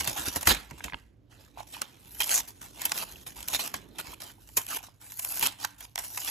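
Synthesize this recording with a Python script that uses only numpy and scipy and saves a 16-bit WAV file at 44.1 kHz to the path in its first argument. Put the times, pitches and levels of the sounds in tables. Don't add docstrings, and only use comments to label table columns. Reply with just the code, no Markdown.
import sys
import numpy as np
from scipy import signal
from scipy.fft import rfft, irfft, next_fast_len
from scipy.io import wavfile
from scipy.ndimage import uniform_filter1d, map_coordinates

SR = 44100
rng = np.random.default_rng(int(sys.argv[2]) if len(sys.argv) > 2 else 0)


def decibels_to_gain(level_db):
    exponent = np.asarray(level_db, float) / 20
    return 10 ** exponent


def int16_out(signal):
    q = np.round(np.clip(np.atleast_2d(signal).T, -1, 1) * 32767)
    wavfile.write(sys.argv[1], SR, q.astype(np.int16))


N = 277830

# f/Hz, density/dB
ROOM_FLOOR = [(15, -33.5), (25, -11.5), (53, 7.5), (74, -9.5), (108, 1), (161, -23), (195, -10.5),
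              (229, -42.5), (293, -9.5), (326, -42.5), (439, -32.5), (476, -27.5), (16000, -59)]
# t/s, level/dB
RUMBLE_SWAY = [(0, 5.5), (1.2, 1), (1.7, -5), (2.0, -5), (2.3, 7), (2.9, -6), (3.15, 4), (3.45, 6.5),
               (3.7, -3), (4.1, -0.5), (4.7, -1), (5.15, -7), (5.5, -3), (6.3, -2.5)]
# f/Hz, width/Hz, level/dB
HUM_MODES = [(95.8, 62, 1.5), (293, 4.4, 1)]
# t/s, level/dB
DRONE_LEVEL = [
    (0, -57.5),
    (1.1, -67.5),
    (3.4, -61),
    (3.9, -55.5),
    (4.7, -72),
    (6.3, -78),
]
# f/Hz, t60/s
ROOM_DECAY = [(200, 0.16), (2000, 0.5), (8000, 0.047), (15000, 0.19)]

# t/s, peak level/dB, f/Hz, t60/s
TRAY_BUMPS = [(0.004, -37, 75.5, 0.23), (0.077, -34, 117, 0.11), (0.189, -41.5, 66, 0.39),
              (0.278, -29.5, 83.4, 0.057), (0.365, -34.5, 82.5, 0.15), (0.472, -22, 77.5, 0.12),
              (0.509, -23, 49.7, 0.17), (0.568, -40.5, 53.8, 0.12), (0.712, -48.5, 65, 0.31),
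              (0.849, -36.5, 60, 0.2), (0.938, -35.5, 54.1, 0.085), (3.538, -40, 59.2, 0.15),
              (3.743, -41.5, 88.8, 0.11), (5.421, -44.5, 59.2, 0.14), (.714, -38.5, 140, 0.086),
              (.365, -36, 169.7, .08), (.19, -41, 151.5, .1), (0.733, -44.5, 63.5, 0.27),
              (3.758, -46, 198, .12), (.813, -46.5, 91, .15), (0.927, -44, 146, 0.12),
              (1.813, -49, 106, 0.13), (2.708, -50, 62, 0.24), (2.845, -46, 190, 0.14),
              (3.137, -48, 77, 0.21), (4.083, -44, 51.4, .2), (4.579, -46, 104, 0.15),
              (5.419, -53, 252, 0.043)]
# f/Hz, density/dB
DRAG_TONE = [(60, -16.5), (150, 0), (300, 2), (600, -11), (1200, -44.5)]

# t/s, peak level/dB, brightness/dB per octave
CARD_KNOCKS = [
    (.806, -33.5, -2),
    (.882, -33, -3.5),
    (0.898, -37, 0.5),
    (0.923, -31, -5),
    (.934, -25.5, 1),
    (.943, -24, 0.5),
]
# f/Hz, level/dB, t60/s
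LOOSE_CARD_MODES = [(980, -2, .018), (1280, -7, .015), (1650, 0, .015), (2100, 0, .015), (2400, -5, .014),
                    (2750, -8, .014), (3300, -9, .013), (4300, -18, .01)]
# t/s, peak level/dB, f/Hz,
# t60/s
TRAY_TAPS = [(1.5735, -32, 860, 0.019), (1.585, -30, 770, 0.013), (1.593, -31, 845, 0.018),
             (1.605, -30.5, 860, 0.022), (1.817, -26.5, 1250, 0.026), (1.818, -37.5, 550, 0.023),
             (4.382, -54.5, 910, 0.035), (4.495, -53, 900, .02), (4.5702, -36, 410, 0.048),
             (4.755, -44, 780, 0.023), (4.765, -43, 490, 0.023), (4.805, -44.5, 783, 0.022),
             (4.836, -42, 770, 0.017), (4.885, -35, 900, 0.01), (5.64, -27, 5740, 0.016),
             (5.645, -24, 1560, 0.021), (2.402, -41, 840, 0.015), (2.2, -46.5, 430, 0.051),
             (1.627, -37, 890, 0.021), (1.329, -52, 2000, 0.02), (1.764, -40, 945, 0.04),
             (4.132, -30.5, 960, 0.011), (3.157, -38, 2840, 0.017), (4.572, -37, 615, .03)]

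# t/s, peak level/dB, tray ring level/dB, ring f/Hz, fizz level/dB
CARD_BREAKS = [(.0064, -14, -10, 1570, -9.5), (0.034, -30.5, -16.5, 3480, 0.5),
               (0.074, -12, -12, 3580, -6.5), (0.175, -23.5, -27.5, 3890, -15),
               (0.3634, -22.5, -6, 740, -5.5), (0.41, -23, -15.5, 1400, -6.5),
               (0.4286, -19.5, -10.5, 876, -5.5), (0.471, -5.5, -6.5, 1350, -8.5),
               (0.473, -10.5, -15, 3080, -6), (0.5462, -16, -9.5, 2460, -19), (0.7091, -32, -1, 963, -12.5),
               (.8405, -19, -12, 2640, -13.5)]
# t/s, peak level/dB, ring level/dB, fizz level/dB, burst t60/s
WALL_SNAPS = [(1.5853, -34, -18, -13, 0.0077), (1.8172, -9.5, -42, -11.5, 0.0084),
              (2.4755, -36.5, -24, 0.5, 0.064), (2.918, -8, -14.5, -16.5, 0.013),
              (2.9417, -28.5, -36.5, -8, 0.015), (3.2692, -36, -10, 3, 0.022),
              (3.5935, -25.5, -4, -5, 0.0087), (3.676, -20, -18, -5, 0.0098),
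              (3.7402, -17.5, -6.5, -8, 0.016), (4.573, -12, -15.5, -5, 0.038),
              (4.615, -26, -21, -6.5, .013), (4.666, -23.5, -17, -3, 0.0058),
              (5.1921, -20, -21, -2.5, 0.024), (5.248, -14.5, -20, -1, 0.0074),
              (5.339, -30, -12, -28, 0.0095), (5.6477, -9.5, -12, -11, 0.01),
              (5.9574, -11.5, -14, -14.5, 0.0065), (5.9873, -19.5, -12.5, -7.5, 0.028),
              (6.1742, -15.5, -10, -8.5, 0.015)]
# t/s, peak level/dB, ring level/dB, fizz level/dB, burst t60/s
FLANGE_SNAPS = [(2.2034, -12.5, -5, -5, 0.018), (2.3167, -30, -19, -13, 0.022),
                (2.8522, -12.5, -12.5, -1, 0.025), (3.4277, -21.5, -44, -11.5, 0.0086),
                (3.4835, -13.5, -25, -4, 0.011), (3.5395, -19.5, -13.5, -5, 0.022),
                (3.6561, -28, -33, -1, 0.022), (3.9842, -23.5, -13.5, -11.5, 0.02),
                (4.2044, -30.5, -32, -21, 0.0094), (4.5699, -15.5, -26, -11, 0.0094),
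                (4.7033, -25, -15.5, -6.5, 0.033), (5.1721, -41.5, -30, 13, 0.011),
                (5.3021, -25, -22, -6, 0.012), (5.3946, -19.5, -26, 4.5, .008),
                (5.4258, -9, -9, -6.5, 0.0094), (5.8057, -33.5, -6, 0.5, 0.021),
                (5.9783, -15, -3.5, -8.5, 0.0043), (6.1015, -39.5, -30, -4.5, 0.019),
                (6.2163, -26, -11, -19.5, .012), (6.2744, -20.5, -8.5, -11.5, 0.035)]
# t/s, peak level/dB
RIP_TICKS = [(2.2131, -12), (2.2201, -10.5), (2.242, -15), (2.2784, -22), (2.341, -9.5), (0.456, -21.5),
             (2.293, -13), (2.811, -27.5), (3.547, -12), (3.64, -28), (2.818, -14.5), (2.882, -29),
             (3.4775, -22), (5.4705, -10)]
# t/s, peak level/dB, ring f/Hz
FIBRE_SPIKES = [(0.0448, -21.5, 5200), (0.0511, -18, 6700), (0.2575, -23.5, 3430), (0.2692, -23.5, 3660),
                (0.2845, -18, 3560), (0.782, -44, 2584), (2.3166, -16.5, 7030), (2.3216, -13.5, 6450),
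                (2.3665, -19.5, 7100), (2.377, -12.5, 6350), (2.3834, -15.5, 6700), (2.4023, -18, 6780),
                (2.4055, -21, 6200), (2.8951, -20, 3400), (2.9773, -15, 4100), (3.1124, -39.5, 3310),
                (3.1228, -30, 6750), (3.4054, -26.5, 3150), (3.5594, -16, 6470), (3.6094, -23, 5330),
                (4.219, -23.5, 4800), (4.2766, -40.5, 5480), (4.4894, -34.5, 2990), (5.1206, -27, 6900),
                (5.3725, -18.5, 6200), (5.4112, -16, 2900), (5.4326, -15, 3200), (5.4564, -15, 6050),
                (5.4894, -31, 3090), (6.0484, -26, 7130), (6.1474, -27.5, 5440), (6.2882, -18.5, 5470)]

# t/s, level/dB
HAND_HOLD = [(0, -42.5), (.36, -49), (.45, -61), (.92, -71), (.99, -74.5), (1.19, -96.5), (1.29, -88.5),
             (1.31, -65), (1.54, -74.5), (1.98, -68.5), (2.09, -59.5), (2.54, -65.5), (2.62, -60),
             (3.91, -73), (3.98, -61), (4.33, -69), (4.56, -60.5), (4.96, -76)]
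# t/s, length/s, start level/dB, end level/dB
STEADY_TEARS = [(.02, .064, -57.5, -33), (.084, .08, -35.5, -49.5), (.164, 0.099, -37.5, -44),
                (.255, 0.05, -38, -39), (.408, 0.029, -43, -43.5), (.455, 0.04, -39.5, -40),
                (.471, 0.057, -22, -27.5), (1.544, 0.049, -79, -50), (1.669, .06, -53.5, -60.5),
                (1.729, 0.08, -46, -57), (2.092, .112, -62.5, -46), (2.232, .12, -42, -33),
                (2.304, .106, -26.5, -32), (2.73, 0.14, -57.5, -43.5), (2.945, .097, -41.5, -40),
                (3.357, 0.14, -50, -56), (3.477, .056, -44, -41), (3.53, 0.014, -36, -29),
                (3.625, .055, -43.5, -42), (.3, 0.07, -48, -45.5), (3.984, .031, -46, -42.5),
                (4.015, .131, -57, -51), (4.202, .124, -50.5, -57), (4.562, 0.014, -49, -23),
                (4.678, 0.097, -42.5, -36.5), (5.0, 0.071, -61.5, -49.5), (5.168, .157, -51.5, -38.5),
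                (5.325, .1, -42, -36), (5.425, .049, -30, -30), (5.587, .068, -54.5, -36),
                (5.779, .076, -60, -48.5), (6.102, .166, -46, -41), (6.268, 0.035, -43, -39)]
# t/s, start level/dB, fall/dB per s
SUDDEN_SLIPS = [(0, -29.5, 774.5), (0.359, -31.5, 479.5), (0.525, -39, 169), (.701, -61.5, 17),
                (0.84, -42, 261), (1.396, -64, 87.5), (1.595, -50, 308), (1.813, -45.5, 352),
                (1.872, -62.5, 88), (2.205, -37, 317), (2.41, -44, 243), (2.474, -47.5, 285),
                (2.613, -44, 215), (2.822, -46.5, 25), (3.039, -53.5, 26), (3.264, -43.5, 225),
                (3.546, -28.5, 477), (3.592, -31.5, 297), (3.74, -37.5, 406), (3.77, -58.5, 127),
                (4.575, -34, 278), (4.763, -42, 378), (4.828, -51.5, 231), (5.1, -46.5, 212),
                (5.476, -37, 447), (5.515, -55.5, 97), (5.654, -54.5, 105), (5.855, -63, 147.5),
                (5.983, -44, 66), (6.038, -39.5, 254), (0.781, -53, 450), (0.949, -64.5, 125),
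                (1.305, -66.5, 119.5), (3.68, -49, 167), (5.07, -53.5, 58), (.44, -49, 100)]
# t/s, tray level/dB, tension level/dB
TRAY_GRIP = [(0, -3.5, -5), (.47, -1, 0.5), (.56, 2.5, -5.5), (.92, -0.5, -6), (1.58, 2.5, -2),
             (1.69, -7, -4.5), (1.83, 6, -3), (2.15, -4.5, 6.5), (2.36, -13.5, -7), (2.5, -5, -6),
             (3.0, -0.5, 1.5), (3.6, -4.5, -2.5), (3.85, 3.5, -2), (4.6, -7.5, 3), (4.9, -1.5, -4),
             (5.25, -14, 5.5), (5.52, -0.5, -5), (6.15, -9.5, 2)]
# t/s, length/s, f/Hz, level over the paper/dB
STRIP_TONES = [(0.172, .07, 1630, -8.5), (0.258, 0.051, 3700, -4.5), (.26, .04, 1510, -4),
               (0.355, .03, 600, -7.5), (0.479, 0.038, 2880, -8.5), (2.211, .03, 3200, 6),
               (2.293, 0.064, 1800, -6.5), (2.33, 0.082, 6960, -1), (2.967, 0.077, 3000, -4),
               (3.533, .04, 4050, -6), (3.592, 0.045, 4200, -4.5), (3.613, 0.067, 1160, -5),
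               (4.696, 0.043, 1410, -1), (4.726, 0.041, 2200, -5), (5.232, 0.045, 980, -8),
               (5.41, 0.069, 2970, -6), (6.133, .04, 5560, -14), (6.198, .1, 3150, -4),
               (1.302, 0.089, 1790, 0.5), (0.949, .12, 1950, 4), (1.736, .05, 2000, -1),
               (2.78, .04, 2320, -1)]
# f/Hz, density/dB
PAPER_TONE = [(2500, -42), (4200, -17), (5200, -4), (7400, 0), (8500, 5.5), (9500, -6), (11000, -26)]
# f/Hz, density/dB
FIZZ_TONE = [(7500, -30), (9500, 1), (11000, 1), (12200, 0.5), (14000, -0.5), (15700, -4), (16700, -27.5)]
# f/Hz, width/Hz, level/dB
LOW_TRAY_MODES = [(802, 380, 3), (1015, 302, 6.5), (1470, 736, 0.5), (2080, 580, 3.5)]
# f/Hz, width/Hz, level/dB
HIGH_TRAY_MODES = [(2556, 884, -1.5), (3308, 650, 0.5), (3900, 1120, -5)]

# f/Hz, likeness/0-1
PORT_LIKENESS = [(60, .97), (220, .7), (1000, .4), (1800, .4), (3000, .65), (5500, .6), (6700, .95),
                 (7600, .8), (8500, 1), (9600, 1), (10500, .8), (11900, 1), (12900, 1), (13800, .7),
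                 (14700, 1)]
# f/Hz, lead/rad
PORT_LEAD = [(0, 0), (300, -.5), (5900, -.4), (6500, 0), (6900, .2), (7300, 1.4), (8500, np.pi),
             (9600, np.pi), (10000, 4), (11900, 2 * np.pi), (12900, 2 * np.pi), (13400, 7.4),
             (14700, 3 * np.pi)]
# f/Hz, level/dB
PORT_TILT = [(60, -2), (200, -6), (700, -8.5), (1300, -3), (3000, -7), (5200, -6), (6500, -1), (8000, 0)]


def unit(x):
    return x / np.sqrt(np.mean(x ** 2) + 1e-20)


def noise():
    return rng.standard_normal((2, N))


def span(s, length):
    return slice(round(s * SR), round((s + length) * SR))


def along(points, hz):
    f, value = np.transpose(points)
    return np.interp(np.log(hz + 1), np.log(f + 1), value)


def spectrum(points):
    return lambda hz: decibels_to_gain(along(points, hz))


def curves(rows):
    s, *columns = np.transpose(rows)
    return [np.interp(np.arange(N) / SR, s, column) for column in columns]


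def filtered(x, response):
    m = next_fast_len(N + SR // 8)
    return irfft(rfft(x, m) * response(np.fft.rfftfreq(m, 1 / SR)), m)[..., :N]


def resonances(modes):
    def response(f):
        total = 0
        for k, (centre, width, db) in enumerate(modes):
            loss = 1j * f * width
            total = total + (-1) ** k * decibels_to_gain(db) * loss / (centre ** 2 - f ** 2 + loss)
        return total
    return response


def wobble(rate):
    knots = rng.standard_normal(int(N * rate / SR) + 4)
    return map_coordinates(knots, [np.arange(N) * rate / SR])


def ringing(t, hz, t60, spread, rise_s):
    partials = hz * np.exp(spread * rng.uniform(.5, 1.7, 3) * [0, -1, 1])
    phases = rng.uniform(0, 2 * np.pi, (2, 3, 1))
    swing = np.sin(2 * np.pi * partials[:, None] * t + phases) * decibels_to_gain([[0], [-4], [-6]])
    return swing.sum(1) * decibels_to_gain(-60 * t / t60) * (1 - np.exp(-t / rise_s))


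def pulls():
    slip_s = .2
    t = np.arange(N) / SR
    paper_db, = curves(HAND_HOLD)
    slips = [(s, slip_s, db, db - fall * slip_s) for s, db, fall in SUDDEN_SLIPS]
    for s, length, start_db, end_db in STEADY_TEARS + slips:
        at = span(s, length)
        stroke_db = start_db + (end_db - start_db) * (t[at] - s) / length
        paper_db[at] = np.maximum(paper_db[at], stroke_db)
    paper_db = uniform_filter1d(paper_db, size=160)
    tray_db, taut_db = curves(TRAY_GRIP)
    shaken_db = paper_db - 0.017 * (paper_db + 55.5)
    low_db = shaken_db + 1.015 * tray_db
    return paper_db, low_db, shaken_db + tray_db, paper_db + taut_db


def air():
    floor_db = -58.5
    floor = unit(filtered(noise(), spectrum(ROOM_FLOOR)))
    deep = filtered(floor, lambda hz: hz < 82)
    swaying = floor + (decibels_to_gain(curves(RUMBLE_SWAY)[0]) - 1) * deep
    hum = unit(filtered(noise(), lambda hz: resonances(HUM_MODES)(hz) ** 2))
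    drone = unit(filtered(noise(), spectrum(DRAG_TONE)))
    return decibels_to_gain(curves(DRONE_LEVEL)[0]) * drone + decibels_to_gain(floor_db) * swaying + decibels_to_gain(floor_db - 7.5) * hum


def room(x):
    hz, t, z = signal.stft(rng.standard_normal((2, SR // 2)), SR, nperseg=256)
    fade = decibels_to_gain(-60 * t / along(ROOM_DECAY, hz)[:, None])
    tail = signal.istft(z * fade, SR, nperseg=256)[1]
    delayed = np.pad(x, ((0, 0), (300, 0)))
    return signal.fftconvolve(delayed, tail / np.linalg.norm(tail[0]), axes=1)[:, :N]


def bumps():
    boom, puff = np.zeros((2, 2, N + SR))
    t = np.arange(SR // 3) / SR
    for s, db, hz, t60 in TRAY_BUMPS:
        at = slice(round(s * SR), round(s * SR) + len(t))
        fade = decibels_to_gain(db - 60 * t / t60) * (1 - np.exp(-t / 0.0011))
        phase = rng.uniform(0, 2 * np.pi, (2, 1))
        boom[:, at] += decibels_to_gain([[0.5], [-8]]) * fade * np.sin(2 * np.pi * hz * t + phase)
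        puff[:, at] += decibels_to_gain(12.5) * fade * decibels_to_gain(-60 * t / 0.44) * rng.standard_normal((2, len(t)))
    return boom[:, :N] + filtered(puff[:, :N], spectrum(DRAG_TONE))


def drag():
    low_db = pulls()[1]
    return filtered(decibels_to_gain(0.83 * low_db - 2.0) * noise(), spectrum(DRAG_TONE))


def knocks():
    out = np.zeros((2, N + SR))
    t = np.arange(SR // 15) / SR
    hz, level_db, t60 = np.transpose(LOOSE_CARD_MODES)[:, :, None]
    for s, db, bright_db in CARD_KNOCKS:
        tune, size, *phases = rng.standard_normal((4, len(hz), 1))
        mode_db = db + level_db + 2.9 * size + bright_db * np.log2(hz / 1600)
        swing = np.sin(2 * np.pi * hz * (1 + 0.03 * tune) * t + np.array(phases))
        hit = (decibels_to_gain(mode_db - 60 * t / t60) * swing).sum(1)
        out[:, round(s * SR):][:, :len(t)] += hit * (1 - np.exp(-t / 0.00031))
    return out[:, :N]


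def taps():
    out = np.zeros((2, N + SR))
    t = np.arange(SR // 20) / SR
    for s, db, hz, t60 in TRAY_TAPS:
        ring = ringing(t, hz, t60, spread=0.12, rise_s=0.0014)
        out[:, round(s * SR):round(s * SR) + len(t)] += decibels_to_gain(db + 3.0) * ring
    return out[:, :N]


def releases():
    wall_hz, flange_hz, scatter = 1014, 3265, 0.045
    spot = lambda hz: hz * np.exp(scatter * rng.standard_normal())
    card = [(*row, 0.015) for row in CARD_BREAKS]
    rim = []
    for rows, hz in ((WALL_SNAPS, wall_hz), (FLANGE_SNAPS, flange_hz)):
        rim += [(s, db, ring_db, spot(hz), fizz_db, t60) for s, db, ring_db, fizz_db, t60 in rows]
    ticks = [(s, db, -14, spot(flange_hz), -6.5, 0.0061) for s, db in RIP_TICKS]
    spikes = [(s, db + 1, -10, hz, -5.5, .005) for s, db, hz in FIBRE_SPIKES]
    return card + rim + ticks + spikes


def snaps():
    lead_s, lead_db, lead_rise_s = .006, -19, .0015
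    burst, fizz, knock, ring = np.zeros((4, 2, N + SR))
    t = np.arange(SR // 20) / SR
    swell = np.exp(-t[t < lead_s][::-1] / lead_rise_s)
    for s, db, ring_db, hz, fizz_db, t60 in releases():
        at = slice(round(s * SR), round(s * SR) + len(t))
        before = slice(at.start - len(swell), at.start)
        fade = decibels_to_gain(-60 * t / t60) * (1 - np.exp(-t / (0.15 * t60)))
        grains = rng.standard_normal((3, 2, len(t)))
        burst[:, before] += decibels_to_gain(db + lead_db + 2) * swell * grains[0, :, -len(swell):]
        fizz[:, before] += decibels_to_gain(db + fizz_db + lead_db + 8.5) * swell * grains[1, :, -len(swell):]
        burst[:, at] += decibels_to_gain(db + 5.0) * fade * grains[0]
        fizz[:, at] += decibels_to_gain(db + fizz_db + 11.0) * fade ** 1.065 * grains[1]
        knock[:, at] += decibels_to_gain(db + ring_db + 2) * fade ** 0.28 * grains[2]
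        ring[:, at] += decibels_to_gain(db + ring_db - 3.5) * ringing(t, hz, 2.35 * t60, spread=0.28, rise_s=0.00072)
    body = lambda hz: spectrum(PAPER_TONE)(hz) + resonances(HIGH_TRAY_MODES)(hz)
    cracks = filtered(burst[:, :N], body) + filtered(fizz[:, :N], spectrum(FIZZ_TONE))
    return cracks + filtered(knock[:, :N], resonances(LOW_TRAY_MODES)) + ring[:, :N]


def prickle():
    count, over_tear_db, t60 = 900, 14, .0015
    at, size = rng.random((2, count))
    t = np.arange(SR // 100) / SR
    clicks = np.bincount((at * N).astype(int), decibels_to_gain(-12 * size), N)
    gate = signal.fftconvolve(clicks, decibels_to_gain(-60 * t / t60))[:N]

    def body(hz):
        tray = resonances(HIGH_TRAY_MODES + LOW_TRAY_MODES)(hz)
        return spectrum(PAPER_TONE)(hz) + decibels_to_gain(0.5) * spectrum(FIZZ_TONE)(hz) + decibels_to_gain(-1.5) * tray

    return decibels_to_gain(pulls()[0] + over_tear_db) * filtered(gate * noise(), body)


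def crackle(spread_db, life, bed_db, clump_db):
    starts = rng.integers(0, N, 3000)
    sizes = np.minimum(rng.exponential(1, 3000), 3.5)
    breaks = np.bincount(starts, decibels_to_gain(spread_db * sizes), N) * decibels_to_gain(clump_db * wobble(60))
    decays = signal.lfilter([1], [1, -np.exp(-1 / (life * SR))], breaks)
    gate = unit(uniform_filter1d(decays, size=20))
    return unit((gate + decibels_to_gain(bed_db)) * noise())


def strip(fibres):
    out = np.zeros((2, N))
    for s, length, hz, db in STRIP_TONES:
        at = span(s, length)
        tone = signal.lfilter(*signal.iirpeak(hz, 5, SR), fibres[:, at])
        out[:, at] += decibels_to_gain(db) * unit(tone) * signal.windows.tukey(tone.shape[1], .5)
    return out


def peel():
    paper_db, low_db, high_db, fizz_db = pulls()
    fibres = crackle(spread_db=4, life=0.001, bed_db=0, clump_db=2.5)
    creases = crackle(spread_db=-0.5, life=.002, bed_db=-5, clump_db=3.5)
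    shake = fibres + 0.97 * creases
    sheet = decibels_to_gain(paper_db + 0.5) * unit(filtered(fibres, spectrum(PAPER_TONE)))
    fizz = decibels_to_gain(fizz_db) * unit(filtered(fibres, spectrum(FIZZ_TONE)))
    low = decibels_to_gain(low_db + 0.5) * unit(filtered(shake, resonances(LOW_TRAY_MODES)))
    high = decibels_to_gain(high_db + 1.5) * unit(filtered(shake, resonances(HIGH_TRAY_MODES)))
    singing = decibels_to_gain(paper_db) * strip(shake)
    return sheet + fizz + low + high + singing


def crumpled(x, patchy_db, fine_db):
    z = signal.stft(x, nperseg=512)[2]

    def patch(bins, frames):
        grain = rng.standard_normal(z.shape[1:])
        return unit(uniform_filter1d(uniform_filter1d(grain, bins, 0), frames, 1))

    field_db = patchy_db * patch(9, 10) + fine_db * patch(2, 8)
    return signal.istft(z * unit(decibels_to_gain(field_db)), nperseg=512)[1][:, :N]


def ports(views, focus):
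    def blend(hz):
        turn = np.arccos(np.clip(focus * along(PORT_LIKENESS, hz), -1, 1)) / 2
        return np.array([np.cos(turn), np.sin(turn)])

    def path(hz):
        half = np.array([[.5], [-.5]])
        lead = np.interp(hz, *np.transpose(PORT_LEAD))
        return decibels_to_gain(half * along(PORT_TILT, hz)) * np.exp(1j * half * lead)

    mid, side = filtered(views, blend)
    return filtered(np.array([mid + side, mid - side]), path)


def scene():
    rustle = crumpled(prickle() + peel(), patchy_db=2.0, fine_db=3.0) + bumps() + drag()
    rim = snaps() + taps()
    card = knocks()
    echo = decibels_to_gain(-20.5) * room(rustle + rim + decibels_to_gain(-4) * card)
    return ports(rustle + echo + air(), focus=.9997) + ports(rim + card, focus=.92)


def roll_off(x):
    return signal.sosfilt(signal.butter(12, 16650, fs=SR, output="sos"), x)


def record(dry):
    rounded = dry / (1 + np.abs(dry / .75) ** 4) ** (1 / 4)
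    band = lambda hz: (hz < 16500) / (1 + (37 / (hz + 1)) ** 4)
    return roll_off(filtered(rounded, band))


dry = scene()
out = record(dry)
int16_out(out)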